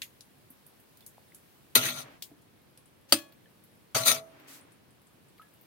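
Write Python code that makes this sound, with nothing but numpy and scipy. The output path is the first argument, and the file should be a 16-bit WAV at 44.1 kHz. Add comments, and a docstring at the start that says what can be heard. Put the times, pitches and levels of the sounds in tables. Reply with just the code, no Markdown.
"""A quiet kitchen: patties lie in a steel pan of hot oil, and fat spits as bursts of banded noise.
A steel spatula strikes the pan and slides under a patty: rough slips and blows excite the pan's modes.
It clacks on a plate, heard as rattle and dying sines, then scrapes the pan again; dragged meat rustles.
A pair of close microphone ports hears it over filtered hum and hush, with a decaying noise echo."""
import sys
import numpy as np
from scipy import signal
from scipy.fft import rfft, irfft
from scipy.io import wavfile
from scipy.ndimage import uniform_filter1d

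SR = 44100
rng = np.random.default_rng(int(sys.argv[2]) if len(sys.argv) > 2 else 0)


def to_wav(sig):
    """Store sig (one row per channel, or 1-D mono) as 16-bit WAV at the path in sys.argv[1].

    Samples outside -1..1 are clipped; the rate is SR.
    """
    pcm = np.clip(np.atleast_2d(sig), -1, 1) * 32767
    pcm = np.round(pcm).astype(np.int16)
    wavfile.write(sys.argv[1], SR, pcm.T)  # frames by channels


N = 249606

TIME = np.arange(N) / SR  # s
BINS = np.fft.rfftfreq(N, 1 / SR)  # Hz


def amp(db):
    """Decibel law: the amplitude gain of a level in dB."""
    return 10 ** (np.asarray(db) / 20)


def evened(x):
    """Power normalization: scales a signal to rms 1."""
    return x / np.sqrt(np.mean(x ** 2) + 1e-20)


def read(points, hz, axis=1):
    """Logarithmic pitch scale: interpolates one column of a table over log frequency."""
    columns = np.transpose(points)
    return np.interp(np.log(hz + 1), np.log(columns[0] + 1), columns[axis])


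def add(mix, s, sound):
    """Superposition: adds a sound into the mix at time s."""
    part = mix[..., round(s * SR):][..., :sound.shape[-1]]
    part += sound[..., :part.shape[-1]]


def band(x, lo_hz, hi_hz, order=2):
    """Band limiting: a Butterworth band-pass."""
    edges_hz = [lo_hz, min(hi_hz, .49 * SR)]
    return signal.sosfilt(signal.butter(order, edges_hz, "bandpass", fs=SR, output="sos"), x)


def ports(pair, table):
    """Partial coherence: two unrelated versions become left and right with set likeness and balance."""
    same, balance_db = (read(points, BINS) for points in table)
    same = np.clip(same, -1, 1)
    first, second = rfft(pair)
    right = same * first + np.sqrt(1 - same ** 2) * second
    return irfft(np.array([first * amp(balance_db / 2), right * amp(-balance_db / 2)]), N)


def ring(modes):
    """Modal decay: a sum of exponentially dying sines, each swelling over its first 1.9 cycles."""
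    t = TIME[:SR]
    out = 0
    for hz, db, t60 in modes:
        swell = np.minimum(t * hz / 1.9, 1)
        out = out + amp(db - 60 * t / t60) * swell * np.sin(2 * np.pi * hz * t)
    return out


def tilted(x, tilt_db, pivot_hz=4000):
    """Spectral tilt: lowers the part below the pivot and raises the rest by tilt_db, which may move in time."""
    low = signal.sosfilt(signal.butter(1, pivot_hz, fs=SR, output="sos"), x)
    return amp(-tilt_db) * low + amp(tilt_db) * (x - low)


def grit(shape, rough_db, clump_db=-0.5):
    """Stick-slip friction: dense slips of uneven size that come in clumps a few milliseconds long."""
    clumps = evened(uniform_filter1d(rng.standard_normal(shape[1]), 150))
    uneven_db = rough_db * np.minimum(rng.exponential(1, shape), 5)
    return evened(rng.standard_normal(shape) * amp(uneven_db + clump_db * clumps))


# Spectrum of the hum and hush. Each row: frequency in Hz, relative level in dB per Hz.
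HUSH_SPECTRUM = [(15, -61), (25, -40), (48, -29.5), (64, -9), (126, -2.5), (371, -8.5), (812, -15.5),
                 (981, -15.5), (1320, -18.5), (1590, -18.5), (2730, -20.5), (4100, -23), (6850, -28.5),
                 (9720, -24.5), (15800, -23.5)]
# Slow treble drift of the hush. Each row: time in s, treble swell in units of 1.2 dB.
HUSH_TREBLE_DRIFT = [(0.0, 3.5), (0.3, 0), (1.5, 4), (2.201, -3), (3.0, -5.5), (3.7, -1.5), (4.8, -5.5),
                     (5.66, -0.5)]
# Stereo field of the hush: two lists. Each row of the first: frequency in Hz, likeness of the ports;
# each row of the second: frequency in Hz, left minus right in dB.
AIR_FIELD = ([(60, 0.51), (180, 0.34), (550, 0.091), (1650, 0.076), (4970, 0.082), (15000, -0.35)],
              [(60, 0.0), (180, 1.0), (550, -0.33), (1650, -1.3), (4970, 0.5), (15000, 1.5)])
AIR_DB, HUSH_TOP_HZ = -61, 16000


def air():
    """Random noise shaped in time and frequency: kitchen hum and hush in patches, with slow treble drift."""
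    frames, hz = N // 256 + 5, np.fft.rfftfreq(1024, 1 / SR)
    a, b, c, d, patches = rng.standard_normal((frames, 513, 5)).T
    patches = evened(uniform_filter1d(uniform_filter1d(patches, 12, 0), 10, 1))
    s, drift = np.transpose(HUSH_TREBLE_DRIFT)
    treble_weight = (hz / (hz + 5000))[:, None] ** 2
    swell_db = 1.2 * np.interp(np.arange(frames) * 256 / SR, s, drift) * treble_weight
    level_db = read(HUSH_SPECTRUM, hz)[:, None] + 0.67 * patches + swell_db
    z = np.array([a + 1j * b, c + 1j * d]) * amp(level_db)
    z[:, hz > HUSH_TOP_HZ] = 0
    hush = evened(signal.istft(z, nperseg=1024, noverlap=768)[1][:, :N])
    return amp(AIR_DB) * ports(hush, AIR_FIELD)


# Reverberation of the room. Each row: frequency in Hz, decay t60 in s, relative starting level in dB.
ROOM_DECAY = [(103.56, 0.95, 3), (498, 0.87, 9.5), (2000, 0.27, 3), (3544, 0.12, 0), (6026, 0.51, -10),
              (16000, 0.6, -10)]


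def kitchen(x):
    """Statistical reverberation: taps of random sign, each band dying at its own speed."""
    taps = np.zeros((2, SR))
    # one tap at a random place in every 20 samples
    at = np.arange(400, SR - 20, 20) + rng.integers(0, 20, (2, (SR - 401) // 20))
    np.put_along_axis(taps, at, rng.choice([-1., 1.], at.shape), 1)
    hz, t, z = signal.stft(taps, SR, nperseg=256)
    z *= amp(read(ROOM_DECAY, hz, axis=2)[:, None] - 60 * t / read(ROOM_DECAY, hz)[:, None])
    tail = signal.istft(z, SR, nperseg=256)[1]
    return signal.fftconvolve(x, tail / np.linalg.norm(tail[0]), axes=1)[:, :N]


def coloured(x, tone, size=2048):
    """Minimum-phase filtering: passes x through the unit-energy response of a spectrum."""
    log = np.log(amp(read(tone, abs(np.fft.fftfreq(2 * size, 1 / SR)))))
    response = np.fft.ifft(np.exp(np.conj(signal.hilbert(log)))).real[:size]
    return signal.oaconvolve(x, response[None] / np.linalg.norm(response), axes=1)[:, :N]


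def resonate(x, hz, width):
    """Forced resonance: one mode, gain 1 at its centre."""
    return signal.lfilter(*signal.iirpeak(hz, hz / max(width, 1), SR), x)


# Patty dragged through the oil.
# Each row: start in s, rise in s, length in s, level in dB, fade over its length in dB.
PATTY_DRAGS = [(2.03, .006, .17, -53.5, -11.5), (4.19, 0.33, .6, -53.5, -17)]
LOADED_HZ, LOADED_WIDTH_HZ, LOADED_DB = 280, 32, 12  # low hum of the pan under the dragged meat


def drag():
    """Damped friction: soft meat on oiled steel gives dull grainy noise and drives a low pan resonance."""
    out = np.zeros((2, N))
    for s, rise, length, db, fade_db in PATTY_DRAGS:
        t = np.arange(0, length, 1 / SR)
        level = amp(db + fade_db * (t / length) ** 2)
        shape = np.minimum(t / rise, 1) * level * np.minimum((length - t) / 0.027, 1)
        dull = evened(band(grit((2, len(t)), 0.98), 210, 2260))
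        hum = amp(LOADED_DB) * resonate(dull[0], LOADED_HZ, LOADED_WIDTH_HZ)
        add(out, s, shape * (dull + hum))
    return out


# Blade brushing steel lightly. Each row: start in s, length in s, level in dB.
BLADE_BRUSHES = [(2.11, 0.078, -71), (4.47, 0.15, -51.5), (4.7, .06, -69)]
BRUSH_RISE_S, BRUSH_FALL_S = 0.016, 0.066


def brush():
    """Light dry friction: a blade brushing steel gives a bright broadband swish."""
    out = np.zeros((2, N))
    for s, length, db in BLADE_BRUSHES:
        t = np.arange(0, length, 1 / SR)
        shape = amp(db) * np.clip(np.minimum(t / BRUSH_RISE_S, (length - t) / BRUSH_FALL_S), 0, 1)
        add(out, s, shape * evened(band(grit((2, len(t)), 1.7), 1230, 15400)))
    return out


SPIT_T60_S, SNAP_T60_S = .15, 0.1
SPIT_RISE_S, BURST_T60_S, BURST_DB = 0.00075, 0.013, 5  # the first burst stands above the hiss


def spit(hz, t60, octaves):
    """Impulsive release: a droplet bursts as a short puff of banded noise over a longer dying hiss."""
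    puff = rng.standard_normal((2, SR // 4))
    puff[1] = 0.13 * puff[0] + 1.3 * puff[1]
    puff = evened(band(puff, hz / 2 ** octaves, min(hz * 2 ** octaves, 15700), order=3))
    t = TIME[:SR // 4]
    decay = amp(-60 * t / t60) + amp(BURST_DB - 60 * t / BURST_T60_S)
    return 0.25 * puff * np.minimum(t / SPIT_RISE_S, 1) * decay


# Fat spits that stand out. Each row: start in s, relative hiss level in dB, hiss centre in Hz,
# hiss reach to either side in octaves, left minus right in dB, relative snap level in dB, snap centre in Hz.
LOUD_SPITS = [(0.0186, -32.5, 6640, 0.79, 4, -25.5, 2930), (0.03, -35, 12300, 0.25, 1, -40, 2750),
              (0.2074, -45.5, 9800, 0.35, 6, -42, 4740), (0.5035, -41.5, 12500, .28, 2, -75, 3080),
              (0.6646, -44, 11400, .32, 1, -66, 3730), (0.7994, -51.5, 11700, .5, 2, -72, 2850),
              (0.972, -50, 13300, 0.65, 2, -54.5, 4900), (1.007, -52, 11300, .48, 0, -51, 3370),
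              (1.0632, -36.5, 11400, 0.8, 4.5, -54, 4930), (1.3463, -40, 10000, 0.54, 1.5, -53, 4600),
              (2.223, -30, 14800, 1.28, 6, -29, 3910), (2.4194, -57.5, 9630, 0.51, 6, -74, 2800),
              (2.7744, -47.5, 10100, 0.32, 2, -49.5, 3750), (2.8566, -53.5, 9460, .3, 7, -68, 2670),
              (3.323, -51.5, 14370, .35, -0.5, -53, 3300), (3.6381, -48, 12030, .33, 5, -71.5, 2515),
              (4.3994, -54.5, 13500, .35, 1, -54.5, 2665), (4.6106, -50, 9240, .2, 8, -74, 2750),
              (4.7202, -53, 9270, 0.3, 6, -64.5, 2770), (4.905, -57.5, 9500, .29, 5, -65.5, 3600),
              (5.017, -59, 12250, .45, 3, -69, 2630), (5.069, -55, 8320, .38, 3.5, -69, 3136),
              (5.2837, -56.5, 8970, .3, 3, -70, 3270), (5.3808, -60, 12300, .39, 8, -57, 3100),
              (5.4194, -54, 10660, 0.29, 5.5, -53, 2500), (5.5373, -55, 12170, 0.5, 10.5, -73.5, 2834),
              (5.612, -49.5, 14430, .24, 9, -77, 3950)]
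# Dying sines of small pops and taps; rows starting together are modes of one tap.
# Each row: start in s, starting level in dB before the swell, pitch in Hz, t60 in s.
POP_MODES = [(0.502, -41, 257, 0.041), (1.024, -58, 3480, 0.07), (1.1812, -24.5, 756.4, 0.0049),
             (1.3207, -43.5, 2070, 0.0086), (2.313, -45, 289, 0.11), (2.312, -55, 428, .1),
             (2.312, -54, 670, 0.063), (3.458, -53.5, 1750, 0.042), (3.457, -57, 3120, 0.026),
             (5.386, -50, 2225, 0.01), (5.396, -43.5, 1267, 0.075), (5.414, -45, 1307, 0.052),
             (5.426, -56, 1686, 0.12)]


def fat(count=85):
    """Random point events: a uniform scatter of faint spits, with placed loud ones and pops as dying sines."""
    out = np.zeros((2, N))
    for s, hiss_db, hiss_hz, octaves, balance_db, snap_db, snap_hz in LOUD_SPITS:
        wide = spit(hiss_hz, SPIT_T60_S, np.clip(octaves, .05, 2))
        narrow = spit(hiss_hz, SPIT_T60_S, 0.052)
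        snap = spit(snap_hz, SNAP_T60_S, 0.58)
        burst = amp(hiss_db) * (wide + .6 * narrow) + amp(snap_db) * snap
        crack = band(signal.unit_impulse(40), 700, 15000, order=1)
        burst[:, :40] += 1.8 * amp(snap_db) * crack
        add(out, s, amp([[balance_db / 2], [-balance_db / 2]]) * burst)
    for when, size, pitch in rng.random((count, 3)):
        faint = spit(8000 * 1.8 ** pitch, 0.1101, 0.093)
        add(out, when * N / SR, amp(-67.5 + 9.3 * size ** 2) * faint)
    for s, db, hz, t60 in POP_MODES:
        add(out, s, ring([(hz, db, t60)])[None])
    return out


def chatter(t60, tick_db, rise):
    """Repeated contact: a first tick, then dying rattle between blade and surface."""
    t = TIME[:SR // 3]
    out = grit((2, len(t)), 3.7) * amp(-60 * t / t60) * np.minimum(t / rise, 1)
    out[:, 0] = amp(tick_db)
    return out


# Blade on the plate. Each row: start in s, strength in dB, chatter t60 in s,
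# first tick in dB relative to the strength, rise in s.
PLATE_CLACKS = [(3.085, -52.5, 0.39, -17.5, .012), (3.1231, -13, 0.069, 3, 0.00056),
                (3.138, -32, 0.22, -4.5, 0.0037)]
# Modes of plate and free blade. Each row: frequency in Hz, level in dB relative to the tick, t60 in s.
PLATE_MODES = [(110, -33.5, 0.2), (231.5, -17.5, 0.1238), (291.9, -15, 0.19), (325, -16, 0.19),
               (587, -23, 0.18), (1120, -41.5, 0.5), (1270, -17.5, 0.073), (1697, -36, 0.43),
               (2504, -35, 0.39), (2630, -19, 0.13), (3305, -37, .4), (3940, -23, 0.0993),
               (4250, -32.5, 0.3), (4594, 2, 0.04), (4880, -8.5, 0.0901), (5420, -26, .12),
               (8560, -11.5, .11), (9300, -22, 0.052), (9600, -11.5, .1)]
# Broad colour of contact with the plate. Each row: frequency in Hz, relative level in dB per Hz.
PLATE_COLOUR = [(260, -49.5), (450, -21.5), (556, -5.5), (1030, -16), (1220, -10.5), (2560, -10),
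                (2930, -5.5), (4750, -8.5), (9370, -14), (15700, -12), (16600, -44.5)]
# Stereo field of the plate: two lists. Each row of the first: frequency in Hz, likeness of the ports;
# each row of the second: frequency in Hz, left minus right in dB.
PLATE_FIELD = ([(60, 0.34), (180, 1), (550, 1), (1650, -0.11), (4970, -0.26), (15000, 0.089)], [(60, -5.5),
                (180, 1.5), (550, -5.5), (1650, 4.5), (4970, 2), (15000, 8)])


def plate():
    """Impact excitation: each clack rattles briefly and sets the modes ringing."""
    force, rings = np.zeros((2, 2, N))
    for s, db, t60, tick_db, rise in PLATE_CLACKS:
        add(force, s, amp(db) * chatter(t60, tick_db, rise))
        add(rings, s, amp(db + tick_db) * ring(PLATE_MODES)[None])
    return ports(coloured(force, PLATE_COLOUR) + rings, PLATE_FIELD)


def shifting(x, patchy_db):
    """Time-varying spectrum: a scrape's colour changes in patches as the edge meets new scratches."""
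    z = signal.stft(x, nperseg=256)[2]
    patches = rng.standard_normal(z.shape[1:])
    patches = evened(uniform_filter1d(uniform_filter1d(patches, 4, 0), 8, 1))
    return signal.istft(z * amp(patchy_db * patches), nperseg=256)[1][:, :N]


# Blade sliding in the pan, one list a stroke.
# Each row: time in s, relative pressure in dB, spot of contact from 0 (centre) to 1 (wall).
BLADE_SLIDES = [
    [(1.775, -23.5, 0.76), (1.801, -32.5, 0.42), (1.871, -27, .08), (1.9, -32.5, 0.13), (1.936, -40, 0.21),
     (1.992, -39, 0.39), (2.024, -44.5, 0.57), (2.045, -59, .5), (2.07, -77, 0.71)],
    [(3.95, -26, 1), (3.976, -30, 0.56), (4.024, -33, 0.29), (4.05, -36, 0.26)],
    [(4.05, -35, 0.34), (4.062, -24, 0.16), (4.082, -19, .7), (4.12, -23, 0.33), (4.135, -30.5, 0.64),
     (4.198, -47.5, 0.42), (4.24, -85, 0.53)],
]
# What each stroke keeps. Each row: treble tilt in dB at the start, the same at the end,
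# ringing of the modes in dB, starting thud of the grate in dB.
STROKE_TRAITS = [(-0.5, -2, -2.5, -42), (-4.5, 2.5, -5, -38.5), (3.5, -3.5, -1.5, -49.5)]
# Blade striking the pan or lifting off it. Each row: start in s, strength in dB, chatter t60 in s,
# treble tilt in dB, spot from 0 (centre) to 1 (wall), first tick in dB relative to the strength.
PAN_CONTACTS = [(1.752, -11.5, 0.088, 4.5, 0.045, 1), (1.7612, -21.5, 0.097, -7.5, 0.11, 1),
                (3.9478, -26.5, 0.22, -0.5, 1, 12.5), (3.9677, -25, 0.14, 0.5, 1, 18),
                (4.061, -26, .1, -4.5, .8, 7), (4.165, -43, 0.037, -5.5, 0.85, 19)]
# Modes of pan and blade together. Each row: frequency in Hz, width in Hz,
# drive in dB at the centre, drive in dB at the wall.
PAN_MODES = [(251.5, 10, 15, 6.5), (338, 33, 3, -5), (432, 6.3, -3, 0.5), (602, 9.3, -6, 12),
             (651.8, 5, 0.5, 23.5), (1140, 5.8, -4, 15), (1240, 39, -5.5, 4.5), (1306, 45, -4.5, 13.5),
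             (1392, 24, 16.5, -11), (1390, 9, 0, -3.5), (1925, 51, 6.5, 2.5), (2044, 8.1, 1, 7.5),
             (2313, 51, 6, 9), (2547, 27, 8, 8), (3500, 30, 4.5, 10), (3794, 84, 0, 12),
             (3870, 43, 1, -1.5), (4170, 52, 5.5, 3), (4580, 190, -4, 9.5), (5307, 42, -1.5, 6.5),
             (5950, 100, -3.5, 8), (6197, 150, 9, 3), (8870, 420, -2, 7), (9430, 130, -2, 3.5),
             (9500, 190, -1, 1), (11750, 510, -0.5, -1), (13000, 320, 2, -10)]
# Broad colour of contact at centre and wall. Each row: frequency in Hz, relative level in dB per Hz.
CENTRE_COLOUR = [(120, -39.5), (200, -27.5), (254, -9.5), (1000, -13), (1390, -12), (4310, 1), (5280, -16),
                 (9730, -14), (15600, -15.5), (16600, -39.5)]
WALL_COLOUR = [(120, -47), (200, -26), (596, 3), (1040, -4), (1320, -7.5), (1530, -3.5), (3720, -8.5),
               (6240, -2), (15600, -16), (16600, -28.5)]
# Stereo field of the pan: two lists. 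Each row of the first: frequency in Hz, likeness of the ports
# (limited to 1); each row of the second: frequency in Hz, left minus right in dB.
PAN_FIELD = ([(60, 0.9), (150, 1.3), (380, 1.1), (950, -0.06), (2380, 0.02), (5980, -0.1), (15000, 0.12)],
              [(60, 1.5), (150, -1.5), (380, -0.5), (950, 6), (2380, -0.5), (5980, 6.5), (15000, 4)])
GRATE_T60_S = .9


def pan(wander_db=5.0):
    """Modal excitation: slips, blows and lift-off drive the steel; the spot sets colour and speaking modes."""
    force, walled, thud = np.zeros((3, 2, N))
    free_db = np.zeros(N)
    for rows, (first_db, last_db, ring_db, thud_db) in zip(BLADE_SLIDES, STROKE_TRAITS):
        s, *columns = np.transpose(rows)
        t = np.arange(s[0] - .002, s[-1] + .002, 1 / SR)
        press_db, spot = (np.interp(t, s, c) for c in columns)
        fade = np.sqrt(np.clip(np.minimum(t - t[0], t[-1] - t) / 0.0054, 0, 1))
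        slips = tilted(grit((2, len(t)), 4.4), np.linspace(first_db, last_db, len(t)))
        slips = slips * amp(press_db) * fade
        add(force, t[0], slips)
        add(walled, t[0], slips * np.clip(spot, 0, 1))
        add(free_db, t[0], ring_db * fade ** 2)
        add(thud, t[0], amp(thud_db - 60 * (t - t[0]) / GRATE_T60_S) * fade)
    for s, db, t60, tilt_db, spot, tick_db in PAN_CONTACTS:
        jolt = tilted(chatter(t60, tick_db, 0.0017), tilt_db) * amp(db)
        add(force, s, jolt)
        add(walled, s, jolt * np.clip(spot, 0, 1))
    centred = force - walled
    contact = coloured(centred, CENTRE_COLOUR) + coloured(walled, WALL_COLOUR)
    out = amp(-5.0) * shifting(contact, patchy_db=4.0)
    # the moving blade crosses the nodes of each mode, so its drive wanders
    steps = np.arange(0, N / SR + 1, .022)
    chances = rng.standard_normal((len(PAN_MODES), len(steps)))
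    for (hz, width, centre_db, wall_db), chance in zip(PAN_MODES, chances):
        wander = wander_db * np.tanh(np.interp(TIME, steps, chance))
        drive = amp(free_db + wander) * (amp(centre_db) * centred + amp(wall_db) * walled)
        out += resonate(drive, hz, width)
    rumble = evened(band(rng.standard_normal(N), 110, 150, order=3))
    grate = rumble * uniform_filter1d(thud, 600)
    return ports(out, PAN_FIELD) + grate


def scene():
    """Direct and reverberant sound: pan, plate, fat and friction up close, an echo, and the hush behind."""
    steel, china, drops = pan(), plate(), fat()
    echo = kitchen(amp(-26) * steel + amp(-34.5) * china + amp(-19.5) * drops)
    return steel + china + drops + drag() + brush() + echo + air()


EDGE_HZ = 16650


def record(dry):
    """Output limits: deepest bass thinned, peaks clipped at full scale, low-pass at EDGE_HZ."""
    thin = signal.sosfilt(signal.butter(2, 55, "highpass", fs=SR, output="sos"), dry)
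    cut = signal.firwin(511, EDGE_HZ, window=("kaiser", 9), fs=SR)[None]
    return signal.oaconvolve(np.clip(thin, -1, 1), cut, "same")


dry = scene()
out = record(dry)
to_wav(out)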